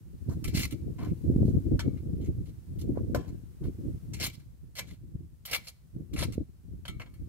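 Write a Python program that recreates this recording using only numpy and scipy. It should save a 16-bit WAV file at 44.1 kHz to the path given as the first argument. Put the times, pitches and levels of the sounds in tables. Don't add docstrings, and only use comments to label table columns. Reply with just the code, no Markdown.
import sys
import numpy as np
from scipy import signal
from scipy.io import wavfile

SR = 44100
rng = np.random.default_rng(int(sys.argv[2]) if len(sys.argv) > 2 else 0)


def unload_wav(signal):
    wavfile.write(
        sys.argv[1],
        SR,
        np.round(np.clip(np.atleast_2d(signal).T, -1, 1) * 32767).astype(np.int16),
    )


N = 321048

# (bite time [s], bite level [dB],
# push time [s], push swell [s], push hold [s], push scrape [dB], push grit [dB], lift time [s], lift level [dB])
SCOOP_STROKES = [(0.441, -39.5, 0.5385, 0.015, 0.097, -45, -36.5, 0.708, -48.5),
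                 (4.135, -43.5, 4.199, 0.021, 0.048, -38.5, -34.5, 4.330, -62),
                 (4.753, -51, 4.766, 0.017, 0.0062, -47.5, -39, 4.872, -61),
                 (5.452, -44.5, 5.512, 0.015, 0.033, -37, -37, 5.670, -47),
                 (6.133, -52.5, 6.187, 0.0045, 0.046, -44.5, -38.5, 6.323, -52)]
# (time [s], hold [s], scrape level [dB], grit level [dB])
LIGHT_TOUCHES = [(0.286, 0.044, -90, -61), (0.475, 0.0074, -56, -50), (0.982, .11, -61, -64),
                 (1.443, 0.047, -90, -63.5), (1.966, .018, -67.5, -75), (2.201, 0.074, -73, -67.5),
                 (2.452, .038, -78, -68.5), (2.785, 0.029, -75.5, -56.5), (3.274, 0.015, -71, -63.5),
                 (3.635, 0.036, -71.5, -63), (4.393, .004, -65, -65.5), (4.883, 0.054, -66, -62.5),
                 (5.474, 0.017, -51.5, -52.5), (5.634, .024, -67, -57.5), (6.16, 0.015, -50, -47.5),
                 (7.002, 0.013, -47.5, -61)]
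# (frequency [Hz], density [dB per Hz])
SCRAPE_SPECTRUM = [(250, -27), (500, -3), (800, -5), (1200, -7), (1700, -7), (2800, -0.5), (4500, -1),
                   (6000, -0.5), (9000, -5.5), (12000, -2.5), (16000, -15)]
# (frequency [Hz], width [Hz], lift [dB])
BLADE_IN_SOIL = [(1030, 52, 4), (1328, 27, 6), (2067, 95, 7.5), (2300, 37, 11.5), (3180, 170, 3.5),
                 (4160, 250, 7), (5230, 36, 1), (6500, 250, 3), (11420, 220, 7), (12900, 109, 11)]
# (time [s], level [dB])
POT_HOLLOW = [(0, 1.5), (0.8, -5.5), (1.7, -5), (3.2, 12), (4.1, -3.5), (4.8, -1.5), (5.4, -2.5),
              (6.3, 3.5), (7.28, 1)]
# (time [s], clack [dB], grit [dB], blade ring [dB], pot ring [dB])
POT_KNOCKS = [(1.793, -28, -33, -45, -61), (3.147, -37.5, -38, -69, -40.5), (4.791, -35.5, -36, -75, -58),
              (6.226, -31, -41, -63, -66), (6.853, -44, -47.5, -58, -79), (6.880, -38.5, -41, -44.5, -74),
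              (6.998, -46, -57.5, -55, -61), (7.061, -54, -89, -64, -80), (7.140, -68, -57.5, -64, -103)]
# (clack [dB], grit [dB], blade ring [dB], pot ring [dB])
BITE_BLOW = (-8, 0, -18, -35)
PUSH_BLOW = (-11, 3.5, -24, -17)
LIFT_BLOW = (-9.5, 2, -16, -27)
# (frequency [Hz], level [dB], time to fall 60 dB [s])
BLADE_MODES = [(1206, -21.5, 0.55), (1320, -12, .19), (1820, -17, 0.13), (2020, -12, 0.13),
               (2220, -5.5, 0.26), (2280, -19, 0.45), (2780, -12, 0.16), (3190, -17, 0.15),
               (4270, -10, 0.14), (6800, -16, 0.096)]
# (frequency [Hz], level [dB], time to fall 60 dB [s])
POT_MODES = [(476, 1, 0.18), (686, 6.5, 0.058), (770, -10, 0.42), (1030, -8.5, 0.35), (1125, -10, 0.26),
             (1385, -13, 0.14), (1712, -11.5, .14), (1835, -11.5, .12), (3320, -31, .1), (4550, -14, .05)]
# (frequency [Hz], density [dB per Hz])
RATTLE_SPECTRUM = [(400, 6.5), (800, 0.5), (1200, -13), (1700, -3.5), (3000, -11.5), (7000, -16)]
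# (time [s], swell [s], hold [s],
# level [dB])
DULL_SCUFFS = [(0.292, 0.0039, 0.031, -58.5), (0.981, 0.0061, 0.084, -54.5), (2.951, 0.0027, 0.026, -57.5),
               (3.619, 0.0091, 0.027, -66.5)]
# (frequency [Hz], density [dB per Hz])
SCUFF_SPECTRUM = [(300, 4.5), (700, 5), (1300, 4.5), (2100, -8.5), (3000, -26), (6000, -21)]
# (start time [s], hold [s], strength [dB], extra flutter [dB])
PORT_GUSTS = [(0.261, 0.091, -31.5, -3), (0.441, 0.18, -32.5, -1.5), (0.705, 0.025, -33.5, 8.5),
              (0.841, 0.046, -33, 0), (0.985, 0.11, -32.5, 0.5), (1.224, .32, -27, -1),
              (1.639, 0.035, -30.5, 0), (1.694, .02, -23, 2), (1.835, 0.027, -25.5, 0.5),
              (2.005, 0.29, -35.5, 2), (2.255, .22, -35.5, -3), (2.689, 0.11, -36.5, -4),
              (2.82, 0.083, -33, 8.5), (2.935, 0.055, -31, 9), (3.043, 0.14, -34.5, 7.5),
              (3.261, 0.062, -36, 1.5), (3.595, 0.075, -35, 2.5), (3.772, .12, -36.5, 8.5),
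              (3.906, 0.015, -34, -3), (4.016, .15, -39.5, 1.5), (4.195, 0.07, -39, 9.5),
              (4.774, 0.13, -43, -1.5), (4.994, 0.233, -42.5, -0.5), (5.487, 0.13, -52.5, -0.5),
              (5.924, 0.066, -36.5, 3), (6.113, 0.17, -33.5, 2), (6.343, 0.041, -34, 2.5),
              (6.636, 0.14, -44, -4), (6.859, 0.12, -38, -0.5), (7.184, 0.039, -36, -5)]
# (time [s], level [dB])
WIND_BETWEEN_GUSTS = [(0.0, -51), (0.38, -39.5), (1.12, -43), (1.48, -32.5), (2.64, -49.5), (2.96, -32.5),
                      (3.53, -52.5), (3.73, -47), (5.8, -61.5), (6.22, -42.5), (6.41, -56), (7.28, -49.5)]
# (frequency [Hz], density [dB per Hz])
WIND_SPECTRUM = [(25, -19), (45, -4.5), (75, 3), (140, -2.5), (220, -7.5), (330, -3.5), (480, -24.5),
                 (680, -33.5), (950, -47)]
# (time [s], peak level [dB], pitch [Hz], left over right [dB])
WIND_BUFFETS = [(0.551, -18, 129, -1.5), (1.301, -14.5, 203, -1.5), (1.363, -13, 156, -4.5),
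                (1.421, -11, 133, 3), (1.430, -21, 252, -11.5), (1.454, -17, 138, 7),
                (1.483, -22.5, 247, -9), (1.720, -15.5, 162, 6), (1.756, -19.5, 75, -3),
                (1.881, -21, 129, 0), (2.975, -20.5, 340, -6.5), (3.099, -27.5, 218, 1),
                (4.281, -33, 128, 8), (5.155, -26.5, 94, 5), (5.965, -33.5, 127, 4),
                (6.381, -19.5, 238, -1.5)]
# (frequency [Hz], density [dB per Hz])
BREEZE_SPECTRUM = [(25, -10), (55, 5), (95, 6), (170, -24.5)]
# (time [s], level [dB])
HISS_CURVE = [(0, -72), (0.4, -66), (0.9, -68), (1.4, -64.5), (2.0, -68), (2.5, -69), (3.1, -68),
              (3.5, -69.5), (3.9, -66.5), (4.6, -73.5), (5.3, -74), (6.0, -72.5), (6.6, -73.5), (7.28, -71)]
# (frequency [Hz], density [dB per Hz])
HISS_SPECTRUM = [(100, 20.5), (400, 12), (800, 5.5), (1600, 2.5), (3000, -1.5), (6000, -1), (9000, -1),
                 (12000, 2.5), (16000, -4.5)]

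BITE_SWELL_S, BITE_HOLD_S = 0.0022, 0.007
LIFT_SWELL_S, LIFT_HOLD_S = 0.0014, 0.017
TOUCH_SWELL_S = 0.0051
SLIDE_SCRAPE_DB, SLIDE_GRIT_DB = -18.5, -25
LIGHT_SCRAPE_DB = -9
GUST_SWELL_S, GUST_T60_S = 0.024, 0.14
STIFF_WIND_DB, FLUTTER_GROWTH = -34.5, 0.48
PORT_LAG_S = .00009
CUTOFF_HZ = 15700


def digging(stop_t60=0.076, judder_db=1.5, judder_hz=70, count=3):
    moves = []   # (pressure curve, scrape dB, grit dB)
    for s, hold, scrape_db, grit_db in LIGHT_TOUCHES:
        moves.append((stroke(s, TOUCH_SWELL_S, hold, stop_t60), scrape_db, grit_db))
    for bite_s, bite_db, push_s, swell, hold, scrape_db, grit_db, lift_s, lift_db in SCOOP_STROKES:
        bite = stroke(bite_s, BITE_SWELL_S, BITE_HOLD_S, stop_t60)
        slide = stroke(bite_s, push_s - bite_s, 0, stop_t60)
        push = stroke(push_s, swell, hold, stop_t60)
        lift = stroke(lift_s, LIFT_SWELL_S, LIFT_HOLD_S, stop_t60)
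        moves += [(bite, bite_db + LIGHT_SCRAPE_DB, bite_db),
                  (slide, scrape_db + SLIDE_SCRAPE_DB, grit_db + SLIDE_GRIT_DB),
                  (push, scrape_db, grit_db),
                  (lift, lift_db + LIGHT_SCRAPE_DB, lift_db)]
    scrape = sum(pressure * from_db(db) for pressure, db, _ in moves)
    grit = sum(pressure * from_db(db) for pressure, _, db in moves)
    judder = from_db(judder_db * drift(judder_hz)) * crumbs()
    spots = [patio(friction(scrape * judder, grit * judder, per_s=1500)) for _ in range(count)]
    return sum(spots) / np.sqrt(count)


def friction(scrape, grit, per_s, split_hz=2800, hollow_hz=1650, scrape_db=2.0, grit_db=0.0,
             shift_db=4.0, shift_hz=14):
    centres, layers = bands(grains(per_s, spread_db=2.5), SCRAPE_SPECTRUM)
    layers = [band * from_db(shift_db * drift(shift_hz)) for band in layers]
    hollow = from_db(in_time(POT_HOLLOW)[0])
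    layers = [band * hollow if hz < hollow_hz else band for hz, band in zip(centres, layers)]
    treble_shares = [1 / (1 + (split_hz / hz) ** 6) for hz in centres]
    middle = rms_one(sum((1 - share) * band for share, band in zip(treble_shares, layers)))
    treble = rms_one(sum(share * band for share, band in zip(treble_shares, layers)))
    rubbed = from_db(scrape_db) * scrape * middle + from_db(grit_db) * grit * treble
    return from_db(-5.0) * resonate(rubbed, BLADE_IN_SOIL)


def stroke(s, swell, hold, stop_t60):
    t = np.arange(N) / SR - s
    fall = np.clip((t - swell - hold) / stop_t60, 0, 2)
    return np.clip(t / swell, 0, 1) * from_db(-60 * fall)


def crumbs(per_s=70, size=0.91, t60=0.013):
    breaks = (rng.random(N) < per_s / SR) * np.minimum(rng.exponential(size, N), 3)
    decay = from_db(-60 / (t60 * SR))
    return rms_one(1 + signal.lfilter([1], [1, -decay], breaks + 1e-18))


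def grains(per_s, spread_db):
    sizes = from_db(spread_db * np.minimum(rng.exponential(1, (2, N)), 4))
    return sizes * rng.standard_normal((2, N)) * (rng.random((2, N)) < per_s / SR)


def resonate(x, peaks):
    for hz, width_hz, db in peaks:
        b, a = signal.iirpeak(hz, hz / width_hz, fs=SR)
        x = x + (from_db(db) - 1) * signal.lfilter(b, a, x)
    return x


def knocking(clack_t60=0.084, crack_t60=0.0083, crack=0.58, rattle_db=-10.0, rattle_t60=0.44):
    hits = blows()
    clack, grit, rattle = 0, 0, 0
    for s, clack_db, grit_db, _, pot_db in hits:
        blow = stroke(s, 1 / SR, 0, clack_t60) + crack * stroke(s, 1 / SR, 0, crack_t60)
        clack = clack + blow * from_db(clack_db)
        grit = grit + blow * from_db(grit_db)
        rattle = rattle + stroke(s, 1 / SR, 0, rattle_t60) * from_db(pot_db + rattle_db)
    out = friction(clack, grit, per_s=12000) * from_db(-2.5)
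    out += rattle * sum(bands(grains(per_s=2500, spread_db=-3.0), RATTLE_SPECTRUM)[1])
    times, _, _, blade_db, pot_db = np.transpose(hits)
    for modes, blow_db in ((BLADE_MODES, blade_db), (POT_MODES, pot_db)):
        for hz, db, t60 in modes:
            clicks = np.zeros(N)
            uneven_db = rng.normal(0, 0.45, len(times))
            clicks[(times * SR).astype(int)] = from_db(blow_db + db + uneven_db)
            out += ring(clicks, hz, t60)
    return out


def blows():
    bites = [(s, *np.add(db, BITE_BLOW)) for s, db, *_ in SCOOP_STROKES]
    jolts = [(s, *np.add(db, PUSH_BLOW)) for _, _, s, _, _, db, *_ in SCOOP_STROKES]
    lifts = [(s, *np.add(db, LIFT_BLOW)) for *_, s, db in SCOOP_STROKES]
    return list(POT_KNOCKS) + bites + jolts + lifts


def ring(clicks, hz, t60):
    r, w = from_db(-60 / (t60 * SR)), 2 * np.pi * hz / SR
    return signal.lfilter([0, np.sin(w)], [1, -2 * r * np.cos(w), r * r], clicks + 1e-18)


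def scuffing(stop_t60=0.086, level_db=-1.0):
    push = sum(from_db(db) * stroke(s, swell, hold, stop_t60) for s, swell, hold, db in DULL_SCUFFS)
    sand = sum(bands(grains(per_s=960, spread_db=3.0), SCUFF_SPECTRUM)[1])
    return from_db(level_db) * push * sand


def patio(x, near_db=1.0, near_t60=.034, far_db=-18, far_t60=.4, far_cut_hz=11000):
    t = np.arange(SR // 2) / SR
    near, far = rng.standard_normal((2, 2, len(t))) * (t > .0004)
    near = near * from_db(-60 * t / near_t60)
    dull = signal.butter(1, far_cut_hz, fs=SR, output="sos")
    far = signal.sosfilt(dull, far) * from_db(-60 * t / far_t60)
    echoes = (from_db(near_db) * rms_one(near) + from_db(far_db) * rms_one(far)) / np.sqrt(len(t))
    left = np.interp(np.arange(N) - PORT_LAG_S * SR, np.arange(N), x)
    return np.array([left, x]) + signal.fftconvolve(x[None], echoes, axes=1)[:, :N]


def wind(lump_db=2.5, lump_hz=40, rumble_db=1.5, flutter_db=-4.0, large_hz=150, small_hz=320,
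         shared=0.23, edge_hz=680):
    rumble, flutter = wind_strength()
    lumps = np.array([drift(lump_hz), drift(lump_hz)])
    air = rng.standard_normal((2, 2, N)) + shared * rng.standard_normal((2, 1, N))
    out = 0
    for hz, band in zip(*bands(air, WIND_SPECTRUM)):
        small = np.clip(np.log(hz / large_hz) / np.log(small_hz / large_hz), 0, 1)
        bursts = rms_one(from_db(lump_db * (1.5 + 0.7 * small) * lumps))
        strength_db = (1 - small) * (rumble + rumble_db) + small * (flutter + flutter_db)
        out = out + band * bursts * from_db(strength_db)
    return signal.sosfilt(signal.butter(6, edge_hz, fs=SR, output="sos"), out)


def wind_strength(steady_db=2.5, waver_db=0.5, waver_hz=9):
    power = from_db(in_time(WIND_BETWEEN_GUSTS)[0] + steady_db) ** 2
    extra = 0
    for s, hold, db, flutter_db in PORT_GUSTS:
        gust = (from_db(db) * stroke(s, GUST_SWELL_S, hold, GUST_T60_S)) ** 2
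        power = power + gust
        extra = extra + gust * flutter_db
    level = 10 * np.log10(power) + waver_db * drift(waver_hz)
    return level, level + FLUTTER_GROWTH * (level - STIFF_WIND_DB) + extra / power


def buffets(crossing_s=0.00079):
    t, out = np.arange(N) / SR, np.zeros((2, N))
    lags = rng.normal(0, crossing_s, len(WIND_BUFFETS))
    for (s, db, hz, pan_db), lag in zip(WIND_BUFFETS, lags):
        near = abs(t - s) < 2 / hz
        u = 2 * np.pi * hz * (t[near] - s - np.array([[lag], [-lag]]) / 2)
        height = from_db(db + np.array([[pan_db], [-pan_db]]) / 2)
        out[:, near] -= height * u * np.exp((1 - u ** 2) / 2)
    return out


def breeze(level_db=-59):
    return from_db(level_db) * sum(bands(rng.standard_normal((2, 2, N)), BREEZE_SPECTRUM)[1])


def hiss(level_db=2.0, shared=0.2):
    air = rng.standard_normal((2, 2, N)) + shared * rng.standard_normal((2, 1, N))
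    return from_db(in_time(HISS_CURVE)[0] + level_db) * sum(bands(air, HISS_SPECTRUM)[1])


def bands(sources, colour):
    edges = 16000 / 2 ** np.arange(0, 10, .5)[::-1]
    centres, out = [], []
    for k, (low, high) in enumerate(zip(edges, edges[1:])):
        if high > colour[0][0] and low < colour[-1][0]:
            centre = np.sqrt(low * high)
            sos = signal.butter(3, [low, high], "band", fs=SR, output="sos")
            centres.append(centre)
            out.append(from_db(at_hz(colour, centre)) * signal.sosfilt(sos, sources[k % 2]))
    total = np.sqrt(sum(np.mean(band ** 2) for band in out))
    return centres, [band / total for band in out]


def drift(rate_hz):
    r = np.exp(-40 * np.pi * rate_hz / SR)
    noise = rng.standard_normal(N // 20 + 2002)
    slow = signal.lfilter([1], [1, -2 * r, r * r], noise)[2000:]
    return np.interp(np.arange(N) / 20, np.arange(len(slow)), rms_one(slow))


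def in_time(rows):
    s, *columns = np.transpose(rows)
    return [np.interp(np.arange(N) / SR, s, column) for column in columns]


def at_hz(points, hz):
    point_hz, point_db = np.transpose(points)
    return np.interp(np.log(hz), np.log(point_hz), point_db)


def from_db(db):
    return 10 ** (np.asarray(db) / 20)


def rms_one(x):
    return x / np.sqrt(np.mean(x ** 2) + 1e-20)


def scene(ceiling=0.49):
    ports = wind() * from_db([[.4], [-.4]]) + buffets()
    gusts = ceiling * np.tanh(ports / ceiling)
    return digging() + patio(knocking()) + patio(scuffing()) + gusts + breeze() + hiss()


def record(dry):
    dry = signal.sosfilt(signal.butter(2, 18, "high", fs=SR, output="sos"), dry)
    return signal.sosfilt(signal.ellip(10, .2, 80, CUTOFF_HZ, fs=SR, output="sos"), dry)


dry = scene()
out = record(dry)
unload_wav(out)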